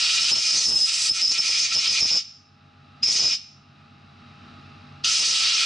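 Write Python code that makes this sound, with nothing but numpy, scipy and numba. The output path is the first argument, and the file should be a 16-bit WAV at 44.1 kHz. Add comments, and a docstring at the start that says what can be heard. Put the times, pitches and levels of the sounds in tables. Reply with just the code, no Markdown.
"""Hissing, whistling blasts of air, one long and two short, over the hum of an idle milling machine.
A blow gun clears a small drilled part in the machine's open door. The turbulent jet hisses, sizzles on
edges, whistles when it catches a bore and buffets the hand; the steel cabinet and the shop ring briefly.
Motors and fans make the hum. A cased camera cuts its gain in each blast, then lets the hum swell back."""
import sys
import numpy as np
from scipy import signal
from scipy.fft import rfft, irfft
from scipy.io import wavfile
from scipy.ndimage import uniform_filter1d
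from numba import njit

SR = 44100
rng = np.random.default_rng(int(sys.argv[2]) if len(sys.argv) > 2 else 0)


def persist_wave(psi):
    """Save psi, clipped to +-1, as 16-bit WAV."""
    counts = np.round(np.clip(psi, -1, 1) * 32767).astype(np.int16)
    wavfile.write(sys.argv[1], SR, np.atleast_2d(counts).T)


N = 249165
TIME_S = np.arange(N) / SR
FREQS_HZ = np.maximum(np.arange(N // 2 + 1) * SR / N, 1)

# Trigger pulls. Each row: valve opens, starts to close, closing time, all in seconds.
PULLS = [(-.1, 2.185, .03), (3.018, 3.33, .035), (5.031, 5.8, .03)]
# Turning of the part, one list per pull. Each row: time in seconds, then in relative dB hiss, sizzle,
# spray against sizzle, palm ring against hiss.
TURNING = [
    [(0, -27, -34, -7, -11), (.3, -23.5, -28.5, -8.5, -11.5), (.34, -25.5, -27, -9.5, -11),
     (.45, -30.5, -27, -12, -5), (.64, -28, -23, -8.5, -10.5), (.88, -27, -26.5, -4, -10.5),
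     (1.07, -29, -27.5, -3.5, -8), (1.2, -29.5, -30, -9.5, -5.5), (1.47, -28.5, -28, -10.5, -2.5),
     (1.85, -27.5, -32.5, -12, -7.5), (1.97, -29, -30.5, -12.5, -3.5), (2.18, -29.5, -28, -18, -7.5)],
    [(3.03, -33, -37, -19.5, -8.5), (3.06, -34, -36.5, -13.5, 0), (3.13, -34.5, -24.5, -12.5, -3.5),
     (3.22, -27, -26.5, -19, -9), (3.33, -27.5, -30, -14, -7)],
    [(5.04, -29.5, -37, -11, -17), (5.2, -26.5, -27, -7, -10.5), (5.3, -29, -30.5, -7.5, -13),
     (5.44, -22, -31, -8.5, -11.5), (5.65, -16.5, -24, -6.5, -8.5)],
]
# Jet crossing a hole. Each row: start and end in seconds, first and last pitch in Hz, depth 0-1,
# then ring, buffeting and microphone thump in relative dB.
CROSSINGS = [ (.205, 0.262, 5250, 5250, 0.08, -26, -49.5, -68),
             (.312, 0.342, 5200, 5290, 0.74, -16, -40.5, -37.5),
             (0.355, 0.397, 5290, 5200, 0.12, -21, -43, -48.5),
             (0.464, 0.548, 5300, 5300, 0, -21.5, -50.5, -60.5),
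             (.65, 0.721, 5336, 5240, 0.74, -18, -43.5, -44),
             (0.719, 0.779, 5220, 5115, 1, -14.5, -46, -43),
             (.785, 0.852, 5158, 5070, 0.82, -16.5, -50.5, -56.5),
             (1.095, 1.12, 5120, 5330, 0.8, -14, -47, -44.5),
             (1.217, 1.266, 5255, 5010, 0.6, -17, -48, -61),
             (1.271, 1.33, 5330, 5280, 0.6, -17, -50, -47.5),
             (1.38, 1.413, 5285, 5220, .45, -20, -47.5, -60.5),
             (1.49, 1.512, 5250, 5220, 0.5, -19.5, -45, -56),
             (1.597, 1.639, 5120, 5160, 0.33, -21.5, -51, -68.5),
             (1.748, 1.796, 5380, 5220, .45, -20.5, -47, -52),
             (1.877, 1.932, 5280, 5150, 0.46, -22, -47, -51),
             (2.006, 2.065, 5280, 5170, 0.56, -19, -44.5, -44.5),
             (2.105, 2.185, 5257, 5080, .25, -17.5, -43.5, -47),
             (3.014, 3.118, 5086, 5370, 0.41, -23, -55.5, -57),
             (3.19, 3.293, 5190, 5160, 0.33, -21, -43.5, -49),
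             (3.305, 3.363, 5150, 5170, 0.08, -20.5, -53.5, -58),
             (5.195, 5.234, 5020, 4860, 0.2, -27, -47, -65), ]
# Jet grazing an edge. Each row: centre and half length in seconds, sizzle lift and buffeting in dB.
GRAZES = [(.585, 0.03, 6, -39.5), (0.638, .02, 0.5, -54), (1.32, 0.0069, 11, -41.5),
          (1.643, 0.017, 8, -58.5), (3.141, 0.045, 0, -49.5), (5.294, 0.038, 4.5, -50),
          (5.55, 0.016, 7, -58)]
# Jet slipping past the part. Each row: centre and half length in seconds, level change in dB.
SLIPS = [(0.418, .016, -2), (1.126, 0.022, -11.5), (1.693, 0.023, -7)]
# Ring of the camera case. Each row: time in seconds, level against the hiss in dB.
CASE_RING_DB = [(0, -18), (.3, -17.5), (.65, -17), (1, -18), (1.47, -17.5), (2.18, -23), (3.03, -19),
                (3.33, -25), (5.05, -17.5), (5.25, -21), (5.65, -17.5)]
# Motor tones; the lowest two beat at 8 Hz. 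Each row: frequency in Hz, level in dB.
MOTOR_TONES = [(91.7, -53), (99.7, -55.5), (142.6, -53.5), (168, -74), (199.4, -60), (211, -67), (242, -64),
               (253, -61), (438, -69), (618, -68.5), (698, -69), (717, -77), (817.5, -59)]
# Fan noise. Each row: time in seconds, level in dB.
FAN_LEVEL_DB = [(0, -51), (3.6, -47), (4.15, -48), (4.3, -45.5), (5.65, -48)]
# Noise spectra. Each row: frequency in Hz, relative density in dB.
HISS_SPECTRUM = [(500, -34.5), (1050, -25), (1500, -21), (1850, -12), (2250, -20), (2600, 0.5), (3300, 0),
                 (4200, 0.5), (4750, 2.5), (5400, -1.5), (6200, -27), (8000, -39)]
PALM_SPECTRUM = [(1200, -22), (1700, -19.5), (2150, 1.5), (2450, 4), (2750, -6.5), (3800, -48)]
SIZZLE_SPECTRUM = [(1200, -42.5), (1900, -15.5), (3000, -22), (4200, -1), (4800, 5), (5300, -5.5),
                   (5900, 4), (6600, -1), (7500, -15), (8500, -30), (11000, -38.5)]
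SPRAY_SPECTRUM = [(5500, -18.5), (7300, 4), (8300, 3.5), (9000, -5), (9800, -9), (11000, -8.5)]
BUFFET_SPECTRUM = [(20, -15), (60, -8.5), (130, 4), (300, 4), (550, 3), (950, 0.5), (1500, -3), (3000, -39)]
THUMP_SPECTRUM = [(20, -13), (45, -8), (80, -0.5), (150, -6.5), (260, -4.5), (500, -33), (1200, -46)]
FAN_SPECTRUM = [(25, -21), (75, -5), (110, -11.5), (200, -3), (320, -6.5), (500, -21), (720, -13),
                (1050, -20), (1700, -15.5), (2200, -16.5), (3000, -17.5), (5000, -18), (6500, -33),
                (8500, -44), (11000, -51.5)]
# Resonances. Each row: centre in Hz, width in Hz, lift in dB.
PALM_MODES = [(2424.5, 82, 10.5)]
CASE_MODES = [(1240, 270, 10), (2800, 150, 2), (3900, 200, 2)]
PANEL_MODES = [(140.5, 30, 15.3), (237.4, 22, 10.2), (1300, 420, 7.3), (2620, 370, 7.5), (3840, 270, 5.9)]
# Stereo width of the near jet and the far machine. Each row: frequency in Hz, side gain in dB.
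JET_WIDTH = [(60, -6), (200, -8.5), (550, -1.5), (1100, -1), (1900, -8), (3400, -8.5), (4500, -28),
             (5400, -22), (6500, -8), (10000, -9.5)]
HUM_WIDTH = [(60, -29.5), (150, -21), (340, -14), (600, -4.5), (820, -1.5), (1100, -6), (1900, -8.5),
             (3400, -10), (6000, -33), (10000, 5.5)]


def jet(in_hole, flutter_db=1.65, hole_db=-11, case_hole_db=-8, palm_hole_db=-6.5):
    """Turbulent hiss, weaker over a hole; stray air rings the palm's hollow and the camera case."""
    level_db, _, _, palm_db = curves(*TURNING)
    case_db, = curves(CASE_RING_DB)
    hiss = noise(HISS_SPECTRUM, CASE_MODES) * undb(flutter_db * walk(70))
    case = band(centre_hz=1355, width_hz=150) * undb(case_db + case_hole_db * in_hole + 2 * walk(30))
    palm = noise(PALM_SPECTRUM, PALM_MODES) * undb(palm_db - .5 + palm_hole_db * in_hole)
    return (hiss + case + palm) * undb(level_db + hole_db * in_hole)


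def edges(in_hole, flutter_db=1.74, hole_db=-9):
    """Air split by sharp edges sizzles, louder at a graze, weaker in a deep crossing."""
    _, level_db, spray_db, _ = curves(*TURNING)
    graze_db = sum(lift_db * swell(centre_s, half_s) for centre_s, half_s, lift_db, _ in GRAZES)
    sizzle = noise(SIZZLE_SPECTRUM) * undb(1 + graze_db)
    spray = noise(SPRAY_SPECTRUM) * undb(spray_db)
    return (sizzle + spray) * undb(level_db + hole_db * in_hole ** 2 + flutter_db * walk(70))


def bores(in_hole, centre_hz=5190, width_hz=640):
    """Turbulence rings the drilled holes: faintly from stray air, loudly in a shallow crossing."""
    _, sizzle_db, _, _ = curves(*TURNING)
    crossed = sum(undb(ring_db) * np.sqrt(1 - depth) * inside(start_s, end_s)
                  for start_s, end_s, _, _, depth, ring_db, *_ in CROSSINGS)
    stray = undb(sizzle_db - 1) * (1 - in_hole)
    return band(centre_hz, width_hz) * np.hypot(crossed, stray)


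def whistles(octave_db=-36):
    """Edge tones bend faster as the jet slides off a hole; the deeper the crossing, the purer."""
    wobble = .03 * walk(400)
    flutter_db = walk(120)
    drift = .004 * walk(90)
    out = np.zeros(N)
    for start_s, end_s, first_hz, last_hz, depth, ring_db, *_ in CROSSINGS:
        gate = inside(start_s, end_s)
        on = gate > 0
        progress = np.interp(TIME_S[on], [start_s, end_s], [0, 1])
        pitch_hz = first_hz + (last_hz - first_hz) * progress ** 2
        pitch_hz *= 1 + (1 - depth) * wobble[on] + drift[on]
        phase = 2 * np.pi * np.cumsum(pitch_hz) / SR
        tone = np.sin(phase) + undb(octave_db) * np.sin(2 * phase)
        out[on] += undb(ring_db) * np.sqrt(depth) * gate[on] * tone
    return np.sqrt(2) * out * undb(flutter_db)


def valve(opening_s=.018):
    """Air flow 0-1: snaps open, closes more slowly."""
    return sum(np.clip((TIME_S - on_s) / opening_s, 0, 1) ** 3
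               * np.clip(1 - (TIME_S - off_s) / closing_s, 0, 1) for on_s, off_s, closing_s in PULLS)


def hole_share(slide_share=.71):
    """Share 0-1 of the jet that goes down a hole; slow crossings fade slowly."""
    shares = (depth * inside(start_s, end_s, slide_share * (end_s - start_s))
              for start_s, end_s, _, _, depth, *_ in CROSSINGS)
    return np.clip(sum(shares), 0, 1)


def striking(rim_lift_db=1.5, lead_s=.015):
    """Relative force on the part: up on the rim before each hole, down when the jet slips past."""
    rim_db = rim_lift_db * sum(swell(start_s - lead_s, half_s=.018) for start_s, *_ in CROSSINGS)
    slip_db = sum(db * swell(centre_s, half_s) for centre_s, half_s, db in SLIPS)
    return undb(rim_db + slip_db)


def buffet(steady_db=-62, flutter_db=2):
    """The hand sheds low eddies as air comes through a hole or round an edge; mid and side."""
    through = sum(undb(db) * inside(start_s, end_s) for start_s, end_s, *_, db, _ in CROSSINGS)
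    around = sum(undb(db) * swell(centre_s, half_s) for centre_s, half_s, _, db in GRAZES)
    eddies = np.array([noise(BUFFET_SPECTRUM) for _ in range(2)])
    return eddies * np.hypot(undb(steady_db), through + around) * undb(flutter_db * walk(60))


def gusts(travel_s=.006, graze_db=-6):
    """Crossings and grazes send deep puffs of wind to the microphone, alike at both ports."""
    from_holes = sum(undb(db) * swell((start_s + end_s) / 2 + travel_s, (end_s - start_s) / 2)
                     for start_s, end_s, *_, db in CROSSINGS)
    from_edges = sum(undb(db + graze_db) * swell(centre_s, half_s) for centre_s, half_s, _, db in GRAZES)
    return noise(THUMP_SPECTRUM) * (from_holes + from_edges)


def cabinet(x, steel_t60_s=.13, steel_db=-4, shop_t60_s=.5, shop_db=-12, shop_cutoff_hz=6500):
    """Direct sound, quick steel cabinet reflections and the shop's longer, duller ring; mid and side."""
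    t_s, out = TIME_S[:SR], []
    lowpass = signal.butter(2, shop_cutoff_hz, fs=SR, output="sos")
    for direct in (1, 0):  # no direct sound in the side
        steel, shop = (rng.standard_normal(SR) * undb(-60 * t_s / t60_s) * (t_s > .002)
                       for t60_s in (steel_t60_s, shop_t60_s))
        shop = signal.sosfilt(lowpass, shop / np.linalg.norm(shop))
        response = undb(steel_db) * steel / np.linalg.norm(steel) + undb(shop_db) * shop
        response[0] = direct
        out.append(signal.fftconvolve(x, response / np.linalg.norm(response))[:N])
    return np.array(out)


def machine(drift_hz=.2, swell_db=.64):
    """Motor tones over fan noise that booms in the panels; mid and side."""
    fan_db, = curves(FAN_LEVEL_DB)
    fans = np.array([noise(FAN_SPECTRUM, PANEL_MODES + CASE_MODES) for _ in range(2)])
    fans *= undb(fan_db + swell_db * walk(12))
    motors = np.zeros((2, N))
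    for hz, db in MOTOR_TONES:
        cycles = np.cumsum(hz + drift_hz * walk(4.31)) / SR
        offsets = rng.random((2, 1))  # standing waves: mid and side differ in phase
        motors += undb(db) * np.sin(2 * np.pi * (cycles + offsets))
    return fans + np.sqrt(2) * motors


def ports(mid, side, width, left_db=-.5):
    """Left and right at two closely spaced microphone ports."""
    side = colour(side, width)
    return np.array([(mid + side) * undb(left_db / 2), (mid - side) * undb(-left_db / 2)])


def undb(db):
    """Decibels to gain."""
    return 10 ** (np.asarray(db) / 20)


def unit(x):
    """Scale to rms 1."""
    return x / np.sqrt(np.mean(x ** 2))


def curves(*tables):
    """Each column interpolated over the times in the first."""
    times_s, *columns = np.vstack(tables).T
    return [np.interp(TIME_S, times_s, column) for column in columns]


def inside(start_s, end_s, slide_s=.012):
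    """Gate 0-1 of one crossing: slides in, holds, slides out."""
    return np.clip(np.minimum(TIME_S - start_s, end_s - TIME_S) / slide_s + .5, 0, 1)


def swell(centre_s, half_s):
    """Bell curve, 1 at its centre."""
    return np.exp(-((TIME_S - centre_s) / half_s) ** 2)


def walk(rate_hz):
    """Smooth random wander of rms 1."""
    step = max(int(SR / rate_hz), 1)
    held = np.repeat(rng.standard_normal(N // step + 1), step)[:N]
    return unit(uniform_filter1d(uniform_filter1d(held, step), step))


def colour(x, spectrum, modes=()):
    """Filter by a smooth spectrum plus resonant humps."""
    hz, db = np.transpose(spectrum)
    gain_db = np.interp(np.log(FREQS_HZ), np.log(hz), db)
    for centre_hz, width_hz, lift_db in modes:
        gain_db += lift_db / (1 + (2 * (FREQS_HZ - centre_hz) / width_hz) ** 2)
    return irfft(rfft(x) * undb(gain_db), N)


def noise(spectrum, modes=()):
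    """Coloured noise of rms 1."""
    return unit(colour(rng.standard_normal(N), spectrum, modes))


def band(centre_hz, width_hz):
    """Noise of rms 1 in one steep-sided resonance."""
    gain = 1 / (1 + (2 * (FREQS_HZ - centre_hz) / width_hz) ** 4)
    return unit(irfft(rfft(rng.standard_normal(N)) * gain, N))


@njit
def ducking(excess_db, attack_s, release_s, cut_db):
    """Gain cut in dB: rises from cut_db to meet each excess, then ebbs."""
    out = np.empty(len(excess_db))
    for i in range(len(excess_db)):
        if excess_db[i] > cut_db:
            cut_db += (excess_db[i] - cut_db) / (attack_s * SR)
        else:
            cut_db -= cut_db / (release_s * SR)
        out[i] = cut_db
    return out


def scene(blast_db=14):
    """Three blasts over the idle machine; left and right."""
    flow = valve() * undb(blast_db)
    in_hole = hole_share()
    air = striking() * (jet(in_hole) + edges(in_hole) + bores(in_hole)) + whistles()
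    blasts = cabinet(flow * air) + flow * buffet()
    return ports(*blasts, JET_WIDTH) + flow * gusts() + ports(*machine(), HUM_WIDTH)


def record(dry, ceiling_db=-13, limit_db=-11.5, cutoff_hz=11030):
    """The camera's slow gain control ducks each blast, a quick limiter holds peaks, the top is cut."""
    peak_db = 20 * np.log10(np.abs(dry).max(axis=0) + 1e-9)
    slow_db = ducking(peak_db - ceiling_db, attack_s=.0031, release_s=.75, cut_db=9.)
    quick_db = ducking(peak_db - slow_db - limit_db, attack_s=2 / SR, release_s=.011, cut_db=0.)
    lowpass = signal.ellip(12, .2, 80, cutoff_hz, fs=SR, output="sos")
    return signal.sosfilt(lowpass, dry * undb(-slow_db - quick_db))


dry = scene()
out = record(dry)
persist_wave(out)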